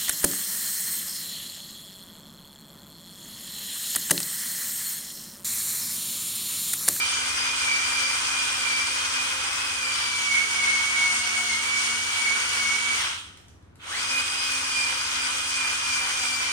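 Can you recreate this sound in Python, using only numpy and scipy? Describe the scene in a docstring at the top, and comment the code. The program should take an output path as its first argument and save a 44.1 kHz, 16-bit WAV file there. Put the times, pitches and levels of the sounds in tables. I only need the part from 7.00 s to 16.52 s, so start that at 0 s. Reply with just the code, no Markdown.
"""A cordless drill spins a fine sanding disc on a tiled floor in a hard-walled room, while an appliance hums.
The disc rocks and bites about three times a second: the whine of the gear teeth sags in pitch and swells,
and the grit rubs and hisses on the tile. At about 6 s the trigger is let go and the motor stops.
The plastic tool ticks as it is shifted. Just before 7 s it spins up again and sands on to the end."""
import sys
import numpy as np
from scipy import signal
from scipy.fft import rfft, irfft
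from scipy.io import wavfile
from scipy.ndimage import uniform_filter1d

SR = 44100
rng = np.random.default_rng(int(sys.argv[2]) if len(sys.argv) > 2 else 0)


def master_out(mix):
    """Clip the mix to full scale and print it as 16-bit PCM to the path in sys.argv[1]."""
    frames = np.transpose(np.atleast_2d(mix))
    ceiling = np.clip(frames, -1, 1)
    pcm = np.round(ceiling * 32767).astype(np.int16)
    wavfile.write(sys.argv[1], SR, pcm)


N = 419832
TIME = np.arange(N) / SR   # [s]
FREQS = np.arange(N // 2 + 1) * SR / N   # [Hz]

# motor speed that the hand's steady pressure allows: (time [s], speed [turns/s])
STEADY_SPEED = [(0.0, 254.9), (0.34, 263.4), (1.25, 264.8), (1.58, 258.7), (2.05, 265.6), (2.38, 263.0),
                (2.52, 274.5), (2.7, 266.0), (2.92, 252.6), (3.2, 245.5), (3.9, 242.7), (4.4, 239.4),
                (4.66, 247.9), (5.9, 243.9), (7.0, 262.1), (7.45, 268.4), (7.75, 261.8), (8.77, 263.7),
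                (9.52, 254.8)]
# the disc biting into the tile:
# (middle [s], length [s], speed lost [turns/s], whine swell [dB], hiss swell [dB])
BITES = [(0.023, .14, 0, 7.5, 1), (0.179, 0.3, 7.5, 0.5, 1), (0.488, 0.21, 3.5, 5, 0),
         (0.718, 0.37, 16.5, 12.5, 0), (1.021, 0.5, 12.5, 9.5, 0.5), (1.382, 0.31, 4, 6, 0),
         (1.758, 0.46, 11.5, 9.5, 0), (2.2, 0.25, 3.5, 8.5, 0), (2.88, 0.19, 1, 3.5, .5),
         (3.365, .27, 10, 11.5, 1), (3.699, 0.48, 8.5, 10, 1), (4.04, 0.41, 5, 8, 0),
         (4.182, 0.19, 5.5, .5, 1.5), (4.391, 0.11, 2.5, 6, 0), (4.536, 0.23, 15.5, 5.5, .6),
         (4.743, 0.23, 4, 6, -1), (4.9, 0.31, 8.5, 2, 2.5), (5.264, .3, 7.5, 8, -0.5),
         (5.656, 0.34, 7.5, 6.5, 1.6), (5.904, .14, 1.9, 4.5, -1.5), (7.164, .21, 1.2, 9.5, -0.3),
         (7.541, 0.26, 5.5, 6, 2.3), (7.839, 0.33, 5, 9, 1.2), (8.241, .36, 4, 2.5, 0.5),
         (8.641, 0.31, 6.5, 6, 1.2), (8.959, 0.37, 6, 6.5, 1), (9.339, 0.45, 6.5, 4, 1.5)]
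# the tone an octave above the whine: (time [s], level [dB])
OCTAVE_LEVEL = [(0, -38.5), (1.1, -37), (2.45, -42.5), (2.95, -35.5), (3.4, -44), (5.9, -42), (7.05, -35),
                (9.52, -39.5)]
# high overtones of the whine: (multiple of the whine's pitch [x], relative level [dB])
SHRIEK_TONES = [(3, 5), (4, 3.5), (5, -4)]
# tones of rotor and gears: (multiple of motor speed [x], relative level [dB])
GEAR_TONES = [(1.25, -65), (1.78, -62), (2, -62), (2.09, -64), (3, -56), (4, -52.5), (5.9, -61),
              (8.05, -51), (12, -44)]
# how firmly the grit lies on the tile: (time [s], change in sanding level [dB])
CONTACT = [(0, 0.3), (1.1, 0.8), (2.1, 0.36), (2.55, -1.1), (3.4, 0), (5.9, 0), (7.1, -0.56), (9.52, -0.46)]
# tone colour of the rubbing grit: (frequency [Hz], left level [dB], right level [dB])
RUB_COLOUR = [(120, -34.5, -53), (325, -19.5, -19), (530, -16, -20), (710, -14.5, -31), (873, -8.5, -9.5),
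              (990, -5, -9.5), (1523, 0.5, -2.5), (1770, -8, -6), (2176, -2, -1.5), (2660, -7.5, -4.5),
              (3830, -12.5, -20), (6500, -55, -34)]
# tone colour of the pad behind the disc: (frequency [Hz], left level [dB], right level [dB])
PAD_COLOUR = [(1800, -61, -64), (2450, -19.5, -8), (3177, 0, 2), (3780, -10, -6.5), (4020, -4, -6),
              (5730, -43, -59)]
# tone colour of hiss and shriek: (frequency [Hz], left level [dB], right level [dB])
HISS_COLOUR = [(2500, -42, -57), (3750, -17.5, -26), (4400, -6, -5), (4850, -1.5, -31), (5210, -4.5, -8.5),
               (5500, -2, -7.5), (6790, -4.5, -9.5), (7860, -20, -9.5), (7500, -5, -6.5), (8580, -9.5, -1),
               (10500, -21.5, -17.5), (10480, -28, -21.5), (13760, -27, -34.5), (13400, -28.5, -28.5)]
# pitches at which gearbox and housing ring: (frequency [Hz], width [Hz], relative level [dB])
HOUSING_RINGS = [(830, 3.2, -7), (959, 11.6, 7), (1174, 15, 4.5), (1319, 55, 3.5), (1477, 9.7, 9),
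                 (1690, 7.4, -5.5), (2150, 20, -19), (2940, 36, 4.5), (4630, 41, -12), (4740, 22, -6)]
# clicks of grip and trigger: (time [s], relative level [dB])
TICKS = [(6.372, -34), (6.483, -38), (6.625, -50), (6.681, -62), (6.756, -40.5), (6.814, -49)]
# tone colour of the room's rumble: (frequency [Hz], left level [dB], right level [dB])
RUMBLE_COLOUR = [(20, -46, -41), (30, -23, -28), (38, -7, -7), (48, -11.5, -21), (74.5, -0.5, 3),
                 (96, -8, -10.5), (109, -4, -14), (140, -10.5, -14), (304, -12, -13.5), (500, -21.5, -19),
                 (1500, -24.5, -25.5), (4000, -39, -39), (10000, -65, -47), (15000, -62, -64)]
# how alike the room sounds at the two ears: (frequency [Hz], likeness [0-1])
EAR_LIKENESS = [(60, 1), (125, 0.82), (250, 0.85), (500, 0.1), (1000, 0.17), (2000, 0.26), (4000, 0.18),
                (8000, 0.19), (12000, 0.1)]

FULL_SPEED, MESHES_PER_TURN = 250, 28 / 3   # motor turns/s; teeth that meet in each turn
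RELEASE_S, COAST_S, RESTART_S, SPIN_UP_S = 5.975, .215, 6.785, .225
# base levels, before swells and wavering
WHINE_DB, SHRIEK_DB, DRONE_DB = -33, -42.5, -57.5
RUB_DB, PAD_DB, HISS_DB = -32, -34, -31
# level change in each bite
DRONE_BITE_DB, SHRIEK_BITE_DB, OCTAVE_BITE_DB, RUB_BITE_DB, PAD_BITE_DB = 4.5, 4.0, 1.5, 0.55, -0.14
WHINE_LOAD_DB, SHRIEK_LOAD_DB = 0.2447, 0.35   # rise for each turn/s that steady pressure takes away
WHINE_STRAIN_DB, GEAR_STRAIN_DB, SANDING_STRAIN_DB = 5, 6, -1.5   # change while the motor speeds up
BRAKE_DB, BRAKE_PAD_DB = 1, 4   # sanding swells just after the release, the pad's ring even more


def gearbox(angle, running, load, bite, whine_swell_db):
    """Meeting teeth whine, louder under load; slack between them smears the overtones into a shriek."""
    mesh = MESHES_PER_TURN * angle
    teeth = np.sin(mesh + .1 * drift(150)) * (1 + .1 * drift(45))
    whine_db = WHINE_DB + WHINE_LOAD_DB * load + whine_swell_db + WHINE_STRAIN_DB * strain(running)
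    whine_db += 1.17 * drift(6)
    whine = evened(room(teeth * running, echo_db=1.3), window_s=0.03)
    whine *= from_db(whine_db + [[-1.3], [1.1]])   # left ear, right ear
    octave = np.sin(2 * mesh + 0.25 * drift(70)) * running
    octave_db = in_time(OCTAVE_LEVEL) + OCTAVE_BITE_DB * bite + 2.5 * drift(8.4)
    octave = evened(room(octave), window_s=0.29) * from_db(octave_db + [[.5], [-6]])
    overtones = sum(from_db(db) * np.sin(k * mesh + 1.4 * drift(130)) for k, db in SHRIEK_TONES)
    shriek = evened(coloured(room(overtones * running, echo_db=17), HISS_COLOUR), window_s=0.12)
    shriek *= from_db(SHRIEK_DB + SHRIEK_LOAD_DB * load + SHRIEK_BITE_DB * bite)
    return (whine + (octave + shriek) * running) * running ** 2


def sanding(angle, running, bite, hiss_swell_db, disc_turns_per_motor_turn=0.024):
    """Grit rubs and hisses on the tile, and sets the pad and the housing ringing."""
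    swish = 0.082 * np.sin(disc_turns_per_motor_turn * angle + 4.5 * drift(0.75))
    pulsing = 0.028 * np.sin(2 * angle / 3)   # the small circling gears pass by
    throb = 1 + running * (swish + pulsing)
    rub = coloured(grit(per_s=22000, spread_db=1), RUB_COLOUR) * from_db(0.96 * drift(4.9))
    ring = housing(grit(per_s=9000, spread_db=1)) * from_db([[-7.8], [-10.2]])
    pad = coloured(grit(per_s=14000, spread_db=-0.1), PAD_COLOUR) * from_db(drift(7.8))
    hiss = coloured(grit(per_s=26000, spread_db=2), HISS_COLOUR)
    hiss = disc_tilt(hiss, depth_db=1.18, rate_hz=7.5) * from_db(0.2 * drift(9.4))
    braking = swell(RELEASE_S + 0.065, length_s=0.26)
    contact = from_db(in_time(CONTACT) + BRAKE_DB * braking + SANDING_STRAIN_DB * strain(running))
    rubbing = contact * running ** 0.51
    rub = (rub + ring) * from_db(RUB_DB + RUB_BITE_DB * bite) * lingering(rubbing, fade_s=.72)
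    pad *= from_db(PAD_DB + PAD_BITE_DB * bite)
    pad *= lingering(rubbing * from_db(BRAKE_PAD_DB * braking), fade_s=.72)
    hiss *= from_db(HISS_DB + hiss_swell_db) * lingering(contact * running ** 0.88, fade_s=.62)
    return throb * (rub + pad + hiss)


def grit(per_s, spread_db):
    """Countless grains catch on the tile, some harder than others."""
    caught = rng.random((2, N)) < per_s / SR
    sizes = from_db(spread_db * np.minimum(rng.exponential(1, (2, N)), 5))
    return unit_level(caught * sizes * rng.standard_normal((2, N)))


def housing(clatter):
    """Clatter keeps the housing ringing at its own few pitches."""
    ringing = 0
    for hz, width_hz, db in HOUSING_RINGS:
        decay = np.exp(-np.pi * width_hz / SR)
        feed = np.array([1, 0, -1]) * (1 - decay ** 2) / 2
        feedback = [1, -2 * decay * np.cos(2 * np.pi * hz / SR), decay ** 2]
        ringing += from_db(db) * signal.lfilter(feed, feedback, clatter)
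    return unit_level(ringing)


def disc_tilt(hiss, depth_db, rate_hz, bands=7):
    """The tilting disc touches with changing parts of its face, so each treble band swells on its own."""
    spectrum, centres_hz = rfft(hiss), np.linspace(4000, 11000, bands)
    parts = (irfft(spectrum * np.interp(FREQS, centres_hz, share), N) for share in np.eye(bands))
    return sum(part * from_db(depth_db * drift(rate_hz)) for part in parts)


def motor(angle, running, bite):
    """The off-balance rotor drones; the gears whirr unevenly, and louder while they speed up."""
    drone_db = DRONE_DB + DRONE_BITE_DB * bite + drift(4)
    drone = evened(room(np.sin(angle) * running, echo_db=-12), window_s=0.54)
    drone *= from_db(drone_db) * running ** 2
    gears = 0
    for multiple, db in GEAR_TONES:
        gain = np.sqrt(2) * from_db(db - 1 + 3.5 * drift(3))
        slack = 0.6 * drift(11)
        gears += gain * np.sin(multiple * angle + slack)
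    gears *= running ** 2 * from_db(GEAR_STRAIN_DB * strain(running))
    return drone + room(gears) * from_db([[1.3], [-1.3]])


def bites(hiss_lead_s=.025):
    """The rocking disc digs in: the hiss changes first, then the motor slows and the whine swells."""
    depth = sag = whine_db = hiss_db = 0
    for middle_s, length_s, slowing, whine, hiss in BITES:
        shape = swell(middle_s, length_s)
        depth += shape
        sag += slowing * shape
        whine_db += whine * shape
        hiss_db += hiss * swell(middle_s - hiss_lead_s, 0.93 * length_s)
    return depth, sag, whine_db, hiss_db


def trigger():
    """Share of working speed, 0-1: the motor brakes evenly to rest, then spins up along an S-curve."""
    stopping = np.clip(1 - (TIME - RELEASE_S) / COAST_S, 0, 1)
    starting = np.clip((TIME - RESTART_S) / SPIN_UP_S, 0, 1)
    return stopping + np.sin(np.pi / 2 * starting) ** 2


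def strain(running):
    """How hard the motor is speeding up, 0-1."""
    smoothed = uniform_filter1d(running, SR // 20)
    return np.clip(np.gradient(smoothed) * SR / 4, 0, 1)


def ticks(decay_s=0.0034):
    """Grip and trigger click: brief, bright cracks of hard plastic."""
    bursts = sum(from_db(db) * (TIME >= s) * np.exp(-np.clip((TIME - s) / decay_s, 0, 50))
                 for s, db in TICKS)
    bright = signal.butter(2, [1200, 9000], "band", fs=SR, output="sos")
    cracks = signal.sosfilt(bright, bursts * rng.standard_normal(N))
    return room(0.77 * cracks, echo_db=4)


def room(sound, echo_db=2.5, fade_s=.6):
    """The direct sound plus a dense echo off tile and plaster, different at each ear."""
    t = np.arange(SR) / SR
    tail = rng.standard_normal((2, SR)) * from_db(-60 * t / fade_s) * (t > .003)
    tail /= np.sqrt(np.sum(tail ** 2, axis=1, keepdims=True))
    echo_gain = from_db(echo_db)
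    echo = echo_gain * signal.fftconvolve(sound[None], tail, axes=1)[:, :N]
    return (at_ears(sound, lag_s=.0001) + echo) / np.sqrt(1 + echo_gain ** 2)


def lingering(gain, fade_s):
    """The room holds on to a noise: half its power builds up slowly and fades by 60 dB in fade_s."""
    power, decay = gain ** 2, from_db(-60 / (fade_s * SR)) ** 2
    held, _ = signal.lfilter([1 - decay], [1, -decay], power, zi=[decay * power[0]])
    return np.sqrt((power + held) / 2)


def background(rumble_db=-54, hum_hz=92.8, hum_db=-59):
    """The room rumbles faintly and an appliance hums."""
    rumble = coloured(rng.standard_normal((2, N)), RUMBLE_COLOUR)
    hum = np.sqrt(2) * np.sin(2 * np.pi * hum_hz * TIME + .5 * drift(1.4))
    return from_db(rumble_db) * rumble + from_db(hum_db) * hum


def coloured(pair, colour):
    """Two unrelated signals become a stereo sound of this tone colour, alike at both ears in the bass."""
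    shared, opposed = rfft(pair)
    alike = np.clip(over_freqs(EAR_LIKENESS), -1, 1)
    ears = np.sqrt(1 + alike) * shared + np.sqrt(1 - alike) * opposed * [[1], [-1]]
    sound = irfft(ears * from_db(over_freqs(colour)), N)
    return unit_level(at_ears(sound, lag_s=0.00019))


def at_ears(sound, lag_s):
    """Sound from the left reaches the right ear a little later."""
    delays_s = np.array([[0], [lag_s]])
    return irfft(rfft(sound) * np.exp(-2j * np.pi * FREQS * delays_s), N)


def evened(sound, window_s):
    """Hold the slow level near 1 and keep the quick flutter."""
    power = uniform_filter1d(np.mean(sound ** 2, axis=0), int(window_s * SR) + 1)
    return sound / np.sqrt(np.maximum(power, 0) + 1e-3)


def swell(middle_s, length_s):
    """A smooth rise to 1 and fall back to 0."""
    position = (TIME - middle_s) / length_s
    return np.cos(np.pi * position) ** 2 * (np.abs(position) < .5)


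def drift(rate_hz):
    """A random wander of typical size 1, mostly slower than rate_hz."""
    return unit_level(irfft(rfft(rng.standard_normal(N)) / (1 + (FREQS / rate_hz) ** 2), N))


def in_time(rows):
    """Join (time, value) rows by straight lines."""
    return np.interp(TIME, *np.transpose(rows))


def over_freqs(rows):
    """Fill in each column of a table for every frequency."""
    hz, *columns = np.transpose(rows)
    return np.array([np.interp(np.log(np.maximum(FREQS, 1)), np.log(hz), c) for c in columns])


def from_db(db):
    """Turn decibels into a multiplier."""
    return 10 ** (np.asarray(db) / 20)


def unit_level(sound):
    """Scale to an average (rms) level of 1."""
    return sound / np.sqrt(np.mean(sound ** 2) + 1e-20)


def scene():
    """One motor speed, set by trigger, hand pressure and bites, drives all the turning parts."""
    steady, running = in_time(STEADY_SPEED), trigger()
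    bite, sag, whine_swell_db, hiss_swell_db = bites()
    speed = running * (steady - sag) * (1 + 0.003 * drift(16.4))
    angle = 2 * np.pi * np.cumsum(speed) / SR
    load = FULL_SPEED - steady
    return (gearbox(angle, running, load, bite, whine_swell_db) + motor(angle, running, bite)
            + sanding(angle, running, bite, hiss_swell_db) + ticks() + background())


def record(dry):
    """Cut the highest treble steeply, above 15750 Hz."""
    return signal.sosfilt(signal.ellip(12, .1, 80, 15750, fs=SR, output="sos"), dry)


dry = scene()
out = record(dry)
master_out(out)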